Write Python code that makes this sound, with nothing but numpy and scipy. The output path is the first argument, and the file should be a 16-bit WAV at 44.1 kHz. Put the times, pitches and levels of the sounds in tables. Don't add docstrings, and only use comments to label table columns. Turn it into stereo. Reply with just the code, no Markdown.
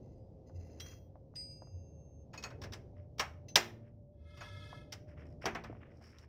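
import sys
import numpy as np
from scipy import signal
from scipy.fft import rfft, irfft, next_fast_len
from scipy.io import wavfile
from scipy.ndimage import map_coordinates

SR = 44100
rng = np.random.default_rng(int(sys.argv[2]) if len(sys.argv) > 2 else 0)


def digitize_waveform(pressure):
    field = np.atleast_2d(pressure).T
    bounded = np.clip(field, -1, 1)
    quanta = np.round(bounded * 32767).astype(np.int16)
    wavfile.write(sys.argv[1], SR, quanta)


N = 276948

# start in seconds, click in dB, block knock in dB, chatter t60 in seconds.
BLOWS = [(0.799, -47.5, -59, 0.037), (1.3547, -59.5, -75, 0.056), (2.3343, -60, -51.5, 0.13),
         (2.3755, -60, -57, 0.11), (2.4372, -46, -42.5, 0.02), (2.502, -64, -53, 0.055),
         (2.635, -51, -47, 0.065), (2.733, -46.5, -52.5, 0.044), (3.195, -31, -29.5, 0.053),
         (3.4845, -63, -80.5, .098), (3.5566, -16, -24, 0.032), (4.3708, -63, -59.5, 0.089),
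         (4.4077, -61, -48, 0.19), (4.922, -44, -51, 0.063), (5.4553, -37, -29.5, 0.036),
         (5.549, -52.5, -35.5, 0.025), (5.638, -57.5, -46, 0.04), (6.1845, -61.5, -73, 0.021)]
TOUCH_STARTS_S = [2.425, 2.616, 2.722, 3.182]
TOUCH_CLICK_DB, TOUCH_KNOCK_DB, TOUCH_CHATTER_S = -52.5, -52, 0.06
# centre in Hz, width in Hz, level in dB.
JAW_MODES = [(2860, 380, 0), (4000, 290, -4), (4384, 300, -8.5), (5640, 730, 4), (5800, 1100, -2.5),
             (11190, 290, -19), (14600, 640, -17.5)]
# centre in Hz, width in Hz, level in dB.
BLOCK_MODES = [(453, 45, -18.5), (661, 15, -3), (1017.5, 110, -4), (1290, 74, -0.5), (1550, 390, -6.5),
               (2144, 79, 8), (2656, 95, -7.5), (2800, 43, -6.5)]
# frequency in Hz, density in dB per Hz.
CLICK_SPECTRUM = [(800, -27.5), (2000, 9.5), (3500, -4.5), (5800, -1.5), (7500, -10.5), (10000, -20),
                  (15000, -21)]
# frequency in Hz, density in dB per Hz.
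KNOCK_SPECTRUM = [(60, -12), (160, -10), (350, -7.5), (700, 1), (1600, 2), (2600, -4.5), (4000, -24),
                  (8000, -48)]

# start in seconds, level in dB.
THUDS = [(3.5572, -36.5), (5.4554, -36), (5.5506, -44.5)]
# frequency in Hz, level in dB, t60 in seconds.
MOUNT_MODES = [(166, -7.5, 0.28), (227.4, -14, 1.7), (307, -3, 0.17), (350, -9.5, 0.69), (401.7, 0.5, 0.2),
               (459, 8, 0.053), (668, 2.5, 0.18), (758, -2, 0.24)]

# start in seconds, level in dB, which spanner, rise time constant
# in seconds, time until the hand stops it in seconds.
CLINKS = [(.15, -91.5, "short", 0.022, .4), (0.802, -53, "long", 0.00086, 0.27),
          (1.3557, -48, "short", 0.01, 0.87), (2.331, -61, "seated", 0.005, 0.047),
          (2.376, -53, "seated", 0.0021, 0.13), (2.4373, -45.5, "seated", 0.0014, 0.076),
          (3.4835, -53, "gripped", .002, 0.089), (4.404, -60, "seated", 0.0061, .06)]
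# frequency in Hz, level in dB, t60 in seconds.
LONG_MODES = [(1949, -17, .4), (3252, 0, .42), (3978, -3, .15), (5803, -7, .45), (6078, -11, .4),
              (8979, -22, .45), (12660, -20, .55), (13460, -21, .55), (14980, -17, .65)]
# frequency in Hz, level in dB, t60 in seconds.
SHORT_MODES = [(2340, -21, 0.94), (2724, -27, 2.63), (4916, 6, 0.62), (6360, -28, 9.2), (8393, -10, 0.45),
               (10050, -26.5, 0.59), (12600, -34, .4), (14030, -34, 1.1)]
# frequency in Hz, level in dB, t60 in seconds.
SEATED_MODES = [(2540, 8.5, 0.13), (4400, 0, 0.084), (5070, -6, 0.1), (5590, -10.5, 0.07),
                (6650, 1.5, 0.065), (7960, -25, .15), (12860, -26, 0.16), (15500, -29, 0.13)]
# frequency in Hz, level in dB, t60 in seconds.
GRIPPED_MODES = [(2010, 1, 0.023), (2690, -2, 0.055), (4060, -11.5, 0.12), (4340, -8.5, 0.029),
                 (4980, -6, .08), (6147, -4, 0.24), (6705, -11, 0.02), (10700, -27, .08),
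                 (10500, -26.5, .08), (14490, -18, 0.063)]
HAND_PORT_DB = 4

# start in seconds, level in dB, centre in Hz.
TAPS = [(.497, -54.5, 700), (1.156, -49.5, 602.8), (1.339, -57, 680), (1.621, -42.5, 493),
        (1.672, -56.5, 685), (2.342, -40.5, 950), (4.729, -38.5, 850), (5.442, -35.5, 486.7),
        (5.698, -39.5, 380), (5.728, -44.5, 700), (5.751, -50, 810), (6.013, -54.5, 806)]

# start in seconds, length in seconds, skin rasp in dB, thread hiss in dB.
STROKES = [(0.576, 0.24, -76, -90), (0.818, .11, -64, -79.5), (2.947, .07, -74.5, -97.5),
           (3.819, .06, -76.5, -100), (5.068, 0.049, -64, -85), (5.164, 0.066, -60.5, -84),
           (5.248, 0.079, -82, -84), (5.409, 0.037, -48, -66.5), (5.561, 0.21, -66.5, -87.5),
           (5.796, 0.099, -63.5, -101), (5.901, 0.099, -78.5, -85), (6.008, 0.082, -64, -71),
           (6.101, 0.14, -65, -78)]
STROKE_ATTACK_S, STROKE_RELEASE_S = .02, 0.024
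# frequency in Hz, density in dB per Hz.
RASP_SPECTRUM = [(500, -16), (1050, 9), (1900, 8.5), (3200, -6), (4500, -29.5), (9000, -41.5)]
# frequency in Hz, density in dB per Hz.
HISS_SPECTRUM = [(2000, -24), (4300, -14), (5450, -2), (6100, -18), (8000, -24.5), (15000, -31)]
# start in seconds, length in seconds, level in dB.
SLIDES = [(.01, .14, -88.5), (.46, 0.025, -78.5), (.54, 0.25, -77.5), (.85, 0.079, -67),
          (1.345, .05, -69.5), (1.61, 0.043, -91)]
SLIDE_ATTACK_S, SLIDE_RELEASE_S = 0.019, 0.034

# time in seconds, level in dB.
SCRAPE = [(4.12, -96.5), (4.28, -67), (4.451, -53.5), (4.6, -55), (4.781, -56.5), (4.881, -73.5),
          (4.98, -71)]
# frequency in Hz, level in dB.
PIPE_LEVELS = [(950, -4.5), (1300, 5.5), (1700, 0.5), (2550, -3), (3100, -7), (3330, -7.5), (3900, -21.5),
               (4900, -17), (7000, -31), (8400, -35), (9050, -22.5), (10500, -36.5), (15300, -39)]

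# frequency in Hz, t60 in seconds.
CAB_DECAY = [(150, 0.33), (700, 0.46), (2000, 0.32), (6000, 0.26), (14000, .3)]

# time in seconds, rumble in dB, rush in dB.
YARD = [(0, -54, -55.5), (.35, -57.5, -61), (.8, -57.5, -57.5), (1.25, -56, -63), (2.25, -56.5, -61.5),
        (2.65, -54.5, -55), (3, -57.5, -63), (3.7, -57.5, -58), (4.1, -58.5, -70), (4.55, -56, -62),
        (5.3, -53, -59), (5.7, -52, -60), (6.05, -61, -64), (6.28, -62.5, -66.5)]
# frequency in Hz, density in dB per Hz.
RUMBLE_SPECTRUM = [(15, -20.5), (35, -21), (55, 0.5), (80, -4), (140, -0.5), (200, -14), (400, -30.5),
                   (900, -73.5)]
# frequency in Hz, density in dB per Hz.
RUSH_SPECTRUM = [(100, -9), (220, 2.5), (380, 0.5), (620, -4.5), (780, -11), (1000, -22.5), (1500, -39.5),
                 (3000, -38.5), (6000, -45), (8000, -60), (15000, -62.5)]
# time in seconds, exhaust note in Hz.
DRONE_PITCH = [(0, 98.3), (.48, 95.95), (.76, 75.3), (.92, 97.1), (1.66, 99), (1.97, 76.1), (2.22, 75.6),
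               (2.66, 97), (2.92, 97), (3.2, 74), (3.6, 101.5), (3.98, 100.5), (4.2, 75), (4.48, 95),
               (4.78, 101), (5.14, 74), (5.6, 85.3), (6.28, 77.6)]
DRONE_DB = -60.5
# start in seconds, length in seconds, level in dB.
BOOMS = [(.52, 0.074, -42), (.72, 0.14, -54), (1.71, 0.058, -42.5), (1.9, 0.062, -53), (2.61, .1, -50.5),
         (2.96, .07, -52.5), (3.17, .25, -55), (4.17, 0.062, -54.5), (4.46, 0.16, -51), (5.05, 0.2, -55.5)]
BOOM_ATTACK_S, BOOM_RELEASE_S = 0.039, .05
# time in seconds, pitch in Hz, level in dB.
HUM = [(2.2, 121.2, -73), (2.5, 119, -58), (3.6, 113.2, -56.5), (4.2, 106.2, -63), (5.7, 106.7, -59.5),
       (6.28, 107.8, -71.5)]
# time in seconds, pitch in Hz, level in dB.
WHINE = [(0, 520, -65), (1.3, 530, -67), (2.3, 552, -67), (3, 588, -63), (4.2, 580, -67), (4.7, 595, -58),
         (5.3, 592, -62), (5.8, 577, -69), (6.28, 565, -79)]

# frequency in Hz, left minus right in dB.
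PORT_DIFFERENCE = [(100, -2), (300, -1.5), (700, -4.5), (1400, -0.5), (2600, 0.5), (3500, 5), (5600, 16.5),
                   (8000, 13), (15000, 12)]
TOP_HZ = 15850


def blows():
    out, t = np.zeros((2, N)), np.arange(SR // 3) / SR
    touches = [(s, TOUCH_CLICK_DB, TOUCH_KNOCK_DB, TOUCH_CHATTER_S) for s in TOUCH_STARTS_S]
    for start_s, click_db, knock_db, chatter_s in BLOWS + touches:
        click = contact(t, chatter_s, JAW_MODES, CLICK_SPECTRUM, ring_db=7.5,
                        parts_db=1.5, parts_t60=0.053, scatter_db=-4.0, scatter_t60=0.087)
        knock = contact(t, chatter_s, BLOCK_MODES, KNOCK_SPECTRUM, ring_db=10,
                        parts_db=3.0, parts_t60=.12, scatter_db=3.0, scatter_t60=0.16)
        add(out, start_s, amp(click_db) * click + amp(knock_db) * knock)
    return placed(out, lead_ms=0.23)


def contact(t, chatter_s, modes, spectrum, ring_db, parts_db, parts_t60, scatter_db, scatter_t60):
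    build_up = 1 - np.exp(-(t + 1 / SR) / (0.54 * chatter_s ** 2))
    spikes = rng.standard_normal(len(t)) ** 3 * amp(-60 * t / chatter_s) * build_up
    force = spikes / np.linalg.norm(spikes) + 0.15 * (t == 0)
    ring = filtered(force[None], resonances(modes))
    rattle = signal.fftconvolve(force, brackets(t, parts_t60))[None, :len(t)]
    parts = coloured(rattle, spectrum)
    direct = unit(coloured(force[None], spectrum)) + amp(ring_db) * unit(ring) + amp(parts_db) * unit(parts)
    scatter_gain = amp(-60 * t / scatter_t60) * (1 - np.exp(-t / 0.0033))
    scatter = coloured(pair(len(t), apart=2.3) * scatter_gain, spectrum)
    sound = unit(direct) + amp(scatter_db) * unit(scatter)
    return sound / np.sqrt(np.mean(sound[:, :SR // 100] ** 2))


def brackets(t, t60, count=36):
    hz = np.geomspace(500, 15000, count) * np.exp(rng.normal(0, .04, count))
    level_db = rng.normal(0, 3.0, count) + 10 * np.log10(hz / hz[0])
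    part_t60 = t60 * np.exp(rng.normal(0, 0.23, count))
    return ringing_modes(t, zip(hz, level_db, part_t60))


def thuds():
    out, t = np.zeros((2, N)), np.arange(SR) / SR
    for start_s, db in THUDS:
        swing = 1 - np.exp(-t / 0.0042)
        add(out, start_s, amp(db) * swing * ringing_modes(t, MOUNT_MODES)[None])
    return placed(out, lead_ms=.2)


def clinks():
    out, t = np.zeros((2, N)), np.arange(2 * SR) / SR
    modes = {"long": LONG_MODES, "short": SHORT_MODES, "seated": SEATED_MODES, "gripped": GRIPPED_MODES}
    for start_s, db, tool, rise_s, held_s in CLINKS:
        free = (1 - np.exp(-t / rise_s)) * np.exp(-np.maximum(t - held_s, 0) / .02)
        add(out, start_s, amp(db) * free * ringing_modes(t, modes[tool])[None])
    wavering = out * amp(1.2 * wobble(45))
    return in_hand(placed(wavering, lead_ms=0.26))


def ringing_modes(t, modes):
    return sum(amp(db + rng.normal(0, 1) - 60 * t / t60) * np.sin(2 * np.pi * hz * t) for hz, db, t60 in modes)


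def in_hand(x):
    return x * amp(HAND_PORT_DB * np.array([[1], [-1]]))


def taps():
    out, t = np.zeros((2, N)), np.arange(SR // 10) / SR
    for start_s, db, hz in TAPS:
        force = (t == 0) + 0.07 * rng.standard_normal(len(t)) * amp(-60 * t / 0.055)
        damped = resonances([(hz, 1.47 * hz, 0)])
        push = filtered(force, lambda f: damped(f) ** 4)
        add(out, start_s, amp(db) * push[None] / np.abs(push).max())
    return out * amp([[-2], [2]])


def rubbing():
    sliding = swells(SLIDES, SLIDE_ATTACK_S, SLIDE_RELEASE_S)
    skin = swells([(s, length, db) for s, length, db, _ in STROKES], STROKE_ATTACK_S, STROKE_RELEASE_S)
    thread = swells([(s, length, db) for s, length, _, db in STROKES], STROKE_ATTACK_S, STROKE_RELEASE_S)
    sing = in_hand(sliding * singing([(hz, 70 + hz / 40, db) for hz, db, _ in GRIPPED_MODES]))
    hiss = thread * slips() * noise(HISS_SPECTRUM, apart=0.96)
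    rasp = skin * slips() * noise(RASP_SPECTRUM, apart=1.0)
    return placed(sing + hiss + rasp, lead_ms=0.37)


def pipe(count=42):
    k = np.arange(count)
    bending_hz = (960 + 328 * k + 19 * k ** 2)[:count // 4]
    oval_hz = np.hypot(3280, 283 + 269 * k + 2.2 * k ** 2)
    modes = [(hz, 44 + hz / 300, along(PIPE_LEVELS, hz)) for hz in np.r_[bending_hz, oval_hz]]
    tones = singing(modes, catch=0.37)
    s, db = np.transpose(SCRAPE)
    pressure = amp(np.interp(np.arange(N) / SR, s, db, left=-np.inf, right=-np.inf))
    return placed(pressure * tones, lead_ms=0.492)


def singing(modes, catch=1.0, size=16384):
    grid = np.fft.rfftfreq(size, 1 / SR)
    gain = sum(amp(db) / (1 + (2 * (grid - hz) / width) ** 2) for hz, width, db in modes)
    friction = slips() ** catch * pair(N, apart=0.89)
    return unit(filtered(friction, lambda f: np.interp(f, grid, gain)))


def slips():
    return unit(amp(2.5 * wobble(45) + 3.5 * wobble(300)))


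def cab(x):
    _, t, z = signal.stft(rng.standard_normal((2, SR * 3 // 4)), SR, nperseg=256)
    decay = amp(-60 * t / along(CAB_DECAY, np.fft.rfftfreq(256, 1 / SR))[:, None])
    tail = signal.istft(z * decay, SR, nperseg=256)[1]
    tail *= 1 - np.exp(-np.arange(tail.shape[1]) / SR / 0.0033)
    return signal.fftconvolve(x, tail / np.linalg.norm(tail[0]), axes=1)[:, :N]


def yard():
    rumble_db, rush_db = curves(YARD)
    rumble = amp(rumble_db + 0.73 * wobble(9.1)) * noise(RUMBLE_SPECTRUM, apart=0.39)
    rush = amp(rush_db + 1.3 * wobble(6.9)) * noise(RUSH_SPECTRUM, apart=0.94)
    note_hz, = curves(DRONE_PITCH)
    load = amp(DRONE_DB + 3.1 * wobble(6.3)) + swells(BOOMS, BOOM_ATTACK_S, BOOM_RELEASE_S)
    exhaust = load * tone(note_hz + 2 * wobble(25))
    hum_hz, hum_db = curves(HUM)
    hum = amp(hum_db + 0.79 * wobble(6.4)) * tone(hum_hz + wobble(25))
    whine_hz, whine_db = curves(WHINE)
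    whine = amp(whine_db + 2.5 * wobble(14)) * tone(whine_hz + 9 * wobble(40))
    return placed(rumble + rush + exhaust + hum + whine, lead_ms=0.13)


def amp(db):
    return 10 ** (np.asarray(db) / 20)


def unit(x):
    return x / np.sqrt(np.mean(x ** 2) + 1e-20)


def along(points, hz):
    f, v = np.transpose(points)
    return np.interp(np.log(hz + 1), np.log(f + 1), v)


def curves(rows):
    s, *cols = np.transpose(rows)
    return [np.interp(np.arange(N) / SR, s, c) for c in cols]


def wobble(rate_hz):
    knots = rng.standard_normal(int(N * rate_hz / SR) + 4)
    return map_coordinates(knots, [np.arange(N) * rate_hz / SR])


def swells(rows, attack_s, release_s):
    t = np.arange(N) / SR
    gain = 0
    for start_s, length_s, db in rows:
        rise = np.clip((t - start_s) / attack_s, 0, 1)
        gain = gain + amp(db) * rise * np.exp(-np.maximum(t - start_s - length_s, 0) / release_s)
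    return gain


def tone(hz):
    return np.sin(2 * np.pi * np.cumsum(hz) / SR)


def filtered(x, response):
    n = x.shape[-1]
    m = next_fast_len(n + SR // 4)
    return irfft(rfft(x, m) * response(np.fft.rfftfreq(m, 1 / SR)), m)[..., :n]


def resonances(modes):
    return lambda f: sum((-1) ** k * amp(db) * 1j * f * w / (c * c - f * f + 1j * f * w)
                         for k, (c, w, db) in enumerate(modes))


def coloured(x, spectrum, size=2048):
    cepstrum = irfft(np.log(amp(along(spectrum, np.fft.rfftfreq(size, 1 / SR)))))
    cepstrum[1:size // 2] *= 2
    cepstrum[size // 2 + 1:] = 0
    impulse = irfft(np.exp(rfft(cepstrum)))
    return signal.fftconvolve(x, impulse[None], axes=1)[:, :x.shape[1]]


def pair(n, apart):
    return rng.standard_normal(n) + apart * rng.standard_normal((2, n))


def noise(spectrum, apart):
    return unit(coloured(pair(N, apart), spectrum))


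def placed(x, lead_ms):
    side = np.array([[1], [-1]])
    return filtered(x, lambda f: np.exp(1j * np.pi * f * side * lead_ms * 10 ** -3))


def add(track, start_s, sound):
    part = track[:, max(0, round(start_s * SR)):][:, :sound.shape[1]]
    part += sound[:, :part.shape[1]]


def scene():
    work = blows() + thuds() + taps() + rubbing()
    ringing = clinks()
    echo = cab(amp(-15) * work + amp(-16.5) * ringing)
    return work + ringing + echo + pipe() + yard()


def record(dry):
    side = np.array([[1], [-1]])
    heard = filtered(dry, lambda hz: amp(side * along(PORT_DIFFERENCE, hz) / 2))
    heard = heard / (1 + np.abs(heard / .9) ** 6) ** (1 / 6)
    return filtered(heard, lambda hz: 1 / (1 + (hz / TOP_HZ) ** 160))


dry = scene()
out = record(dry)
digitize_waveform(out)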